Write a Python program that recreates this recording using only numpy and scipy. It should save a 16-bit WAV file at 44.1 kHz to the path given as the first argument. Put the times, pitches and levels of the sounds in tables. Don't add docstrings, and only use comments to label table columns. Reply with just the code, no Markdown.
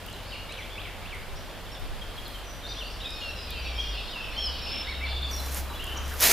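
import sys
import numpy as np
from scipy import signal
from scipy.io import wavfile
from scipy.ndimage import map_coordinates

SR = 44100
rng = np.random.default_rng(int(sys.argv[2]) if len(sys.argv) > 2 else 0)


def magnitude_from_level(level_db):
    exponent = np.asarray(level_db, float) / 20
    return 10 ** exponent


def bounce(signal):
    frames = np.transpose(np.atleast_2d(signal))
    limited = np.clip(frames, -1, 1)
    pcm = np.round(limited * 32767).astype(np.int16)
    wavfile.write(sys.argv[1], SR, pcm)


N = 278929
TIME = np.arange(N) / SR

# frequency in Hz, likeness from 0 to 1.
FIELD_LIKENESS = [(40, 0.44), (150, 0.47), (380, 0.88), (950, 0.92), (2400, 0.95), (6000, 0.32),
                  (15000, 0.13)]


def rms_one(x):
    return x / np.sqrt(np.mean(x ** 2) + 1e-20)


def in_time(rows):
    s, *columns = np.transpose(rows)
    return np.array([np.interp(TIME, s, column) for column in columns])


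def at_hz(points, hz):
    point_hz, value = np.transpose(points)
    return np.interp(np.log(hz), np.log(point_hz), value)


def drift(rate_hz):
    stride = 40
    pole = np.exp(-2 * np.pi * stride * rate_hz / SR)
    settle = 2000
    white = rng.standard_normal(N // stride + settle + 2)
    slow = signal.lfilter([1], [1, -2 * pole, pole * pole], white)[settle:]
    return np.interp(np.arange(N) / stride, np.arange(len(slow)), rms_one(slow))


def bouts(rows, slopes):
    s, hold, db = np.transpose(rows)[:, :, None]
    swell_db = slopes[0] * np.maximum(s - TIME, 0)
    fade_db = slopes[1] * np.maximum(TIME - s - hold, 0)
    power = np.sum(magnitude_from_level(2 * (db - swell_db - fade_db)), axis=0)
    return 10 * np.log10(power + 1e-30)


def pair(mid, side, alike):
    alike = np.clip(alike, 0, 1)
    return np.sqrt(1 + alike) * mid + np.sqrt(1 - alike) * side * [[1], [-1]]


def banded(source, spectrum, likeness, patchy_db):
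    # frequency in Hz, difference in dB.
    left_over_right = [(60, 0), (380, -1), (2380, -0.5), (15000, -1.0)]
    out, edges = 0, 20 * 2 ** np.arange(0, 9.9, .5)
    for k, (low, high) in enumerate(zip(edges, edges[1:])):
        hz = min(np.sqrt(low * high), 14400)
        if spectrum[0][0] < high and low < spectrum[-1][0]:
            band = signal.butter(2, [low, high], "band", fs=SR, output="sos")
            mid, side = signal.sosfilt(band, source[k % len(source)])
            gain = magnitude_from_level(at_hz(spectrum, hz) + patchy_db * drift(8.1))
            lean = magnitude_from_level(np.array([[.5], [-.5]]) * at_hz(left_over_right, hz))
            out = out + gain * lean * pair(mid, side, at_hz(likeness, hz))
    return rms_one(out)


def still_air():
    # frequency in Hz, density in dB per Hz.
    spectrum = [(15, -34), (25, -1), (59, -6), (157, -13.5), (373, -17.5), (575, -14.5), (1020, -19),
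                (1480, -19.5), (1840, -23.5), (3250, -21.5), (6380, -35), (11500, -36), (14400, -34.5),
                (16000, -53)]
    noise = rng.standard_normal((2, 2, N))
    return magnitude_from_level(-41 + 0.12 * drift(0.42)) * banded(noise, spectrum, FIELD_LIKENESS, patchy_db=0.5)


def traffic():
    # time in seconds, level in dB.
    passing = [
        (0, -65),
        (3.2, -56),
        (4.5, -47.5),
        (5.2, -47),
        (5.7, -44.5),
        (6.32, -43),
    ]
    # frequency in Hz, density in dB per Hz.
    spectrum = [(150, -2), (300, -1), (700, -1), (1300, -1), (2200, -9), (3500, -12)]
    noise = rng.standard_normal((2, 2, N))
    return magnitude_from_level(in_time(passing)[0]) * banded(noise, spectrum, FIELD_LIKENESS, patchy_db=3.5)


def engines():
    # time in seconds, firing rate in Hz.
    gears = [
        (3.1, 88.8),
        (3.47, 71.3),
        (3.8, 57.3),
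        (3.97, 50.47),
        (4.29, 47.55),
        (4.53, 66.8),
        (5.66, 66.8),
        (5.85, 68.8),
        (6.32, 69.6),
    ]
    # start in seconds, hold in seconds, level in dB.
    pulls = [
        (3.3, 3.1, -48),
        (3.68, 0.24, -34.5),
        (4.47, .01, -36.5),
        (5.03, 0.59, -34),
        (6.07, 0.019, -33.5),
    ]
    # time in seconds, firing rate in Hz, level in dB, second order in dB.
    steady = [
        (0, 44.2, -47.5, -49.5),
        (1.9, 46.72, -49, -54),
        (2.6, 47.34, -41.5, -52.5),
        (3.5, 48.23, -47, -61),
        (6.32, 48.7, -50.5, -54),
    ]
    hz, db = in_time(gears)[0], bouts(pulls, (53, 59))
    shifting = magnitude_from_level(db + 0.63 * drift(16.0)) * np.sin(2 * np.pi * np.cumsum(hz) / SR)
    hz, db, second_db = in_time(steady)
    phase = 2 * np.pi * np.cumsum(hz) / SR + .5 * drift(2.0)
    drone = magnitude_from_level(db + 1.7 * drift(21.0)) * np.sin(phase)
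    drone += magnitude_from_level(second_db + 1.0 * drift(6.7)) * np.sin(2 * phase)
    return np.sqrt(2) * (shifting + drone) * magnitude_from_level(np.array([[.8], [-.8]]))


def wind():
    # start in seconds, hold in seconds, level in dB.
    gusts = [
        (1.28, 0.021, -41.5),
        (1.87, .02, -34.5),
    ]
    band = signal.butter(3, [14, 36], "band", fs=SR, output="sos")
    lumps = signal.sosfilt(band, rng.standard_normal((2, N)))
    breeze = magnitude_from_level(-57.5 + 2.5 * TIME)
    return (breeze + magnitude_from_level(bouts(gusts, (87, 61)))) * rms_one(pair(*lumps, 0.12))


def leaves():
    # start in seconds, hold in seconds, crackle level in dB.
    tread = [(0, 0.24, -65), (2.17, 0.22, -61.5), (5.3, 0.79, -56.5), (5.32, 0.046, -53), (5.4, 0.1, -49),
             (5.47, 0.028, -53), (5.52, 0.053, -44), (5.57, 0.016, -42.5), (6.09, 0.091, -50.5),
             (6.227, 0.046, -23), (6.3, .03, -23)]
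    # start in seconds, peak in dB, ringing frequency in Hz.
    snaps = [(0.064, -32, 12300), (0.0997, -38, 10900), (0.129, -35, 8020), (0.524, -35, 7860),
             (1.1478, -40, 8070), (1.7968, -40, 12100), (2.28, -36, 11000), (3.106, -32.5, 8110),
             (3.506, -27, 13500), (3.507, -38, 7000), (4.4603, -35, 7550), (5.2215, -39, 12400),
             (5.2676, -40, 7150), (5.314, -34, 10700), (5.3642, -32, 8820), (5.403, -29, 13260),
             (5.4454, -33, 13600), (5.4618, -31, 10600), (5.5253, -24, 12350), (5.546, -20.5, 7000),
             (5.6287, -37, 13100), (5.8423, -29, 10940), (5.868, -30, 8200), (6.0586, -35, 8300),
             (6.0796, -33, 9900), (6.139, -31, 12560), (6.177, -47, 11400), (6.207, -10, 12400),
             (6.202, -18, 5160), (6.27, -23, 8980), (6.316, -9.5, 7000)]
    # frequency in Hz, density in dB per Hz.
    crackle = [(900, -33), (1600, -10.5), (2700, -10), (4700, -5.5), (7000, -6), (9000, -13), (12000, -6),
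               (15000, 10)]
    crunch = [(130, -3), (280, 2.5), (600, 6.5), (1200, -0.5), (2500, 2), (4000, -43)]
    # frequency in Hz, left-right likeness from 0 to 1.
    likeness = [(200, 1), (4000, 1), (12000, 0.81)]
    breaks_per_s, snap_decay_s = 11000, .0008
    sizes = magnitude_from_level(1.1 * np.minimum(rng.exponential(1, (3, 1, N)), 4))
    happens = rng.random((3, 1, N)) < breaks_per_s / SR
    breaks = sizes * rng.standard_normal((3, 2, N)) * happens + 1e-18
    out = magnitude_from_level(4.5) * banded(breaks, crackle, likeness, patchy_db=0.9)
    out += magnitude_from_level(-7.0) * banded(breaks, crunch, likeness, patchy_db=.5)
    out *= magnitude_from_level(bouts(tread, (600, 300)))
    t = np.arange(200) / SR
    for s, db, hz in snaps:
        band = signal.butter(2, [0.75 * hz, min(1.25 * hz, 18000)], "band", fs=SR, output="sos")
        snap = signal.sosfilt(band, rng.standard_normal(len(t)) * np.exp(-t / snap_decay_s))
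        snap = magnitude_from_level(db) * snap / np.max(np.abs(snap)) * magnitude_from_level(np.array([[-.6], [.6]]))
        at = int(s * SR)
        out[:, at:at + len(t)] += snap[:, :N - at]
    return out


def add(out, s, length, first_hz, middle_hz, last_hz, db, fade_db=0, swell_db=0):
    u = np.linspace(0, 1, max(int(length * SR), 8))
    hz = first_hz * 2 * (u - .5) * (u - 1) + middle_hz * 4 * u * (1 - u) + last_hz * 2 * u * (u - .5)
    phase = 2 * np.pi * np.cumsum(hz) / SR
    edge = np.clip(np.minimum(u, 1 - u) * length / 0.0034, 0, 1)
    edge = edge * magnitude_from_level(-fade_db * u ** 2 - swell_db * (2 * u - 1) ** 2)
    note = magnitude_from_level(db) * np.sqrt(2) * edge * (np.sin(phase) + magnitude_from_level(-29) * np.sin(2 * phase))
    at = int(s * SR)
    out[at:at + len(u)] += note[:N - at]


def glide(s, length, hz, rise_hz, db):
    early = 0.593
    return s, length, hz - early * rise_hz, hz, hz + (1 - early) * rise_hz, db


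def arch(s, length, hz, depth, db):
    return s, length, hz * (1 - depth), hz, hz * (1 - depth), db


def hook(s, length, hz, rise_hz, db):
    return s, length, hz - rise_hz, hz - (1 - 0.66) * rise_hz, hz, db


def singers(notes, flutter_db):
    out = np.zeros(N)
    for note in notes:
        add(out, *note)
    tremble = np.arange(N) + 1.0 * drift(45.0)
    return map_coordinates(out, [tremble], order=3) * magnitude_from_level(flutter_db * drift(70.0))


def phrase(s, turn, db, dive_db):
    climb_hz, dive_hz = (2360, 3150, 4150), (3550, 2850, 2390, 2130, 1880)
    pip_s, climb_s, plunge_s, dive_s = .022, .045, .024, .056
    return [glide(s - pip_s, pip_s, 2270, 120, db - 3.0),
            (s, climb_s, *climb_hz, db, 7),
            (s + turn, plunge_s, *dive_hz[:3], dive_db - 4, -4),
            (s + turn + plunge_s - .003, dive_s - plunge_s, *dive_hz[2:], dive_db, 7)]


def song():
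    # start of the climb in seconds, seconds until the dive, level in dB, dive level in dB.
    phrases = [
        (.51, .058, -43, -43),
        (.775, .057, -42, -47),
        (1.05, .054, -45, -43),
    ]
    # start in seconds, middle in Hz, drop in Hz, level in dB.
    flicks = [(0.132, 4040, 530, -49), (.618, 3330, 697, -45), (1.357, 5200, 850, -51),
              (1.663, 3280, 750, -47.5), (2.163, 3980, 700, -53), (2.264, 3600, 1190, -46),
              (2.327, 4050, 1610, -49), (2.382, 2900, 450, -51), (2.633, 2820, 600, -54),
              (2.711, 4210, 1000, -41), (2.736, 2840, 1000, -53), (2.998, 3020, 820, -44),
              (3.201, 3080, 500, -50), (3.522, 3220, 400, -45), (4.522, 3906, 360, -56),
              (1.747, 3550, 500, -47), (4.11, 3247, 400, -45), (4.935, 3150, 450, -45),
              (.848, 3000, 900, -50), (5.968, 6400, 1720, -43.5), (1.733, 5350, 300, -59),
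              (2.612, 4050, 600, -55)]
    # start and length in seconds, middle in Hz, dB.
    slides = [(.575, 0.036, 5820, -60), (2.341, 0.026, 3150, -45), (2.853, 0.04, 2873, -53),
              (3.035, 0.057, 2516, -49), (3.122, 0.017, 4950, -48), (3.2, 0.045, 6800, -63),
              (3.332, 0.13, 2610, -56), (3.542, 0.051, 2670, -44.5), (3.907, 0.099, 3530, -50),
              (4.106, 0.016, 5700, -53), (3.345, 0.074, 3940, -52), (5.31, 0.037, 5740, -41.5),
              (5.374, 0.034, 4110, -44), (3.589, 0.04, 2490, -46)]
    # start and length in seconds, middle in Hz, rise in Hz, level in dB.
    rises = [(.01, 0.013, 3120, 600, -47), (.08, 0.012, 2970, 600, -43), (.154, 0.017, 3100, 498, -49),
             (.695, .05, 3340, 300, -49.5), (1.991, 0.0096, 4960, 1097, -53),
             (2.66, 0.022, 4170, 1100, -44), (2.768, 0.033, 3510, 480, -43), (2.624, .012, 3180, 298, -47),
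             (3.03, .028, 3330, 650, -44), (3.505, .022, 3680, 102, -43), (3.414, 0.066, 5400, 502, -73),
             (3.63, 0.096, 5650, 448, -64), (3.795, 0.081, 5300, 500, -56), (3.949, 0.042, 2870, 143, -43),
             (4.087, 0.039, 3730, 123, -43), (4.127, 0.052, 2830, -480, -40),
             (4.745, 0.24, 3770, -130, -50), (5.161, 0.0235, 3565, 261, -36),
             (4.364, 0.053, 3206, 258, -36), (4.655, 0.039, 2850, 702, -41.5), (4.69, .02, 4100, 1500, -43),
             (4.855, .02, 3315, 1500, -46), (5.243, 0.025, 3515, 150, -35), (5.731, 0.017, 2890, 500, -43),
             (1.488, 0.014, 3390, 900, -52), (2.802, .03, 2920, -700, -41)]
    # start and length in seconds, top in Hz, rise in Hz, level in dB.
    hooks = [
        (0.487, 0.05, 4160, 550, -47.5),
        (5.05, .025, 4420, 400, -47),
        (5.15, .02, 4610, 300, -48),
        (5.225, .022, 4580, 550, -45),
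        (5.794, 0.052, 3280, 616, -41.5),
        (5.871, 0.027, 3110, 448, -38.5),
        (3.0, 0.0274, 3800, 350, -44),
    ]
    # start and length in seconds, pitch in Hz, level in dB.
    held = [(.303, 0.016, 3820, -47), (.715, 0.059, 3510, -51), (1.366, 0.05, 5720, -56.5),
            (1.715, 0.022, 5460, -51), (2.054, 0.045, 3200, -56), (2.324, 0.02, 4150, -48.5),
            (2.632, .038, 3655, -44), (2.68, .036, 4790, -46), (3.135, 0.083, 2520, -52.5),
            (3.957, 0.059, 2657, -47.5), (3.578, 0.22, 2320, -57), (3.648, 0.052, 3820, -48.5),
            (3.84, 0.059, 2860, -46.5), (4.167, 0.057, 2597, -42.5), (3.205, .065, 4300, -50),
            (3.635, .03, 4300, -50), (4.355, .02, 4650, -49), (4.87, .035, 4380, -48), (4.5, .1, 4520, -53),
            (5.19, .035, 3530, -47), (4.9, .04, 3800, -45), (5.085, .025, 4950, -49),
            (4.421, 0.035, 3257, -41.5), (4.423, 0.047, 3000, -45), (4.468, 0.057, 2983, -38.5),
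            (3.212, .04, 3270, -49), (3.478, .045, 2470, -48.5), (3.637, 0.062, 2400, -53),
            (3.969, 0.048, 5230, -53), (4.3, .1, 2575, -55), (4.648, .02, 3800, -47),
            (4.83, 0.26, 5300, -62), (5.098, 0.027, 4310, -49), (5.268, 0.037, 3460, -41.5),
            (4.776, 0.024, 2890, -63), (5.227, .012, 3600, -35), (5.69, .11, 3915, -52),
            (5.963, .024, 5700, -45), (5.745, 0.022, 3400, -45), (5.905, 0.034, 3010, -43),
            (5.956, .015, 3120, -46), (5.983, .013, 3100, -43), (2.2, 0.083, 3320, -53.5),
            (2.251, 0.018, 4900, -57), (2.288, .015, 4900, -56), (2.252, 0.022, 4270, -47),
            (2.686, .046, 3660, -45)]
    # start and length in seconds, top in Hz, level in dB.
    arches = [
        (2.01, 0.023, 3255, -42.5),
        (2.177, .022, 3310, -44.5),
        (3.054, .031, 3770, -38),
        (3.642, 0.044, 2660, -47),
        (3.784, 0.036, 3280, -33.5),
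        (3.36, 0.056, 2900, -53),
        (5.329, 0.061, 5680, -41.5),
    ]
    notes = [(.318, 0.048, 3210, 2570, 2070, -44, 8)]
    for row in phrases:
        notes += phrase(*row)
    notes += [hook(*row) for row in hooks]
    notes += [glide(s, 0.0176, hz, -drop_hz, db) for s, hz, drop_hz, db in flicks]
    notes += [glide(s, length, hz, -0.081 * hz, db) for s, length, hz, db in slides]
    notes += [glide(*row) for row in rises]
    notes += [arch(s, length, hz, 0, db) for s, length, hz, db in held]
    notes += [arch(s, length, hz, 0.0553, db) for s, length, hz, db in arches]
    return singers(notes, flutter_db=2.4)


def chorus(level_db, low_hz, high_hz, count=480):
    out = np.zeros(N)
    for when, long, pitch, steep, loud in rng.random((count, 5)):
        at = int(when * (N - 1))
        span_hz = (.12 + .22 * steep) * (high_hz - low_hz) * (1 - .75 * long)
        fall_hz = span_hz if loud * 7 % 1 < .65 else -span_hz
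        hz = low_hz + span_hz / 2 + pitch * (high_hz - low_hz - span_hz)
        length = .008 + .05 * long ** 2
        add(out, at / SR, length, hz + fall_hz / 2, hz, hz - fall_hz / 2, level_db[at] - 8 * loud)
    return out


def flocks():
    # start in seconds, hold in seconds, level in dB.
    high_bouts = [
        (0, .6, -75),
        (2.85, 1.15, -46.5),
        (4.4, 0.18, -47.5),
        (5.9, .4, -59),
    ]
    low_bouts = [
        (0, 0.068, -54),
        (3.6, 0.67, -46),
        (4.7, 0.29, -43.5),
        (5.9, .01, -53),
    ]
    high = chorus(bouts(high_bouts, (58, 31)), 3500, 5800)
    return high + chorus(bouts(low_bouts, (33, 42)), 2242, 3900)


def trillers():
    # start in seconds, repeats per second, top in Hz, drop in Hz, level in dB.
    trill_rows = [(.246, 63, 5300, 1190, -49), (.245, 34, 4440, 300, -53), (2.43, 35.4, 6030, 300, -57),
                  (2.632, 29, 5875, 250, -53), (2.87, 45, 5980, 350, -56), (3.057, 48, 5800, 885, -59),
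                  (4.674, 41, 5000, 2280, -49), (4.87, 100, 4840, 1530, -42), (5.034, 44, 4790, 1090, -46),
                  (5.234, 52, 4970, 900, -48), (3.62, 45, 2850, 496, -51), (4.655, 59, 3066, 605, -42),
                  (4.7, 62, 2650, 620, -48.5), (5.992, 46, 7140, 1500, -60), (3.92, 52, 4030, 600, -48.5),
                  (4.0, 80, 4100, 800, -56)]
    beats = 5
    out = np.zeros(N)
    for s, per_s, top_hz, drop_hz, db in trill_rows:
        for beat in range(beats):
            late, loud, sharp = rng.standard_normal(3)
            start = s + (beat + 0.23 * late) / per_s
            hz = top_hz + 0.122 * drop_hz * sharp
            add(out, start, 0.784 / per_s, hz, hz - 0.434 * drop_hz, hz - drop_hz, db + 4.4 * loud)
    return out


def nearest_singer():
    # start and length in seconds, middle in Hz, rise in Hz, level in dB.
    glides = [
        (3.214, .104, 2763, -180, -38),
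        (4.451, .027, 5170, -330, -30),
        (.335, .118, 2850, -10, -49),
        (4.735, .088, 5343, -24, -36.5),
        (5.06, .105, 3550, -40, -43),
    ]
    # start in seconds, top in Hz, level in dB.
    hoots = [
        (4.868, 2270, -37),
        (5.008, 2324, -35.5),
    ]
    # start and length in seconds, first, middle and last pitch in Hz.
    growing = [
        (4.375, .079, 5500, 5400, 5370),
        (4.62, .118, 5450, 5235, 5340),
    ]
    grown_db, grows_db = -35.0, 7.0
    notes = [glide(*row) for row in glides]
    notes += [(*row, grown_db - grows_db, -grows_db) for row in growing]
    notes += [(*arch(s, .066, hz, 0.169, db), 0, 7) for s, hz, db in hoots]
    return singers(notes, flutter_db=1.3)


def trunks(x):
    t60_s, likeness = 0.71, 0.82
    t = np.arange(SR) / SR
    tail = rng.standard_normal((2, SR)) * magnitude_from_level(-60 * t / t60_s) * np.minimum(t / 0.012, 1)
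    dull = signal.lfilter([.45], [1, -.55], tail)
    tail = dull + (tail - dull) * np.exp(-t / 0.027)
    tail = pair(*tail, likeness) / np.sqrt(np.sum(tail ** 2))
    return signal.fftconvolve(x[None], tail, axes=1)[:, :N]


def scene():
    ground = still_air() + traffic() + engines() + wind() + leaves()
    middle, far, trills, close = song(), flocks(), trillers(), nearest_singer()
    direct = close + middle + magnitude_from_level(-7.0) * trills + magnitude_from_level(-4.0) * far
    scattered = trunks(magnitude_from_level(-8.0) * close + magnitude_from_level(-3.0) * middle + trills + far)
    return direct + scattered + ground


def band_limit(x):
    return signal.sosfilt(signal.butter(12, 16390, fs=SR, output="sos"), x)


def record(dry):
    low_pass = signal.cheby2(20, 45, 15780, fs=SR, output="sos")
    mix = signal.sosfilt(low_pass, dry)
    return band_limit(mix)


dry = scene()
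out = record(dry)
bounce(out)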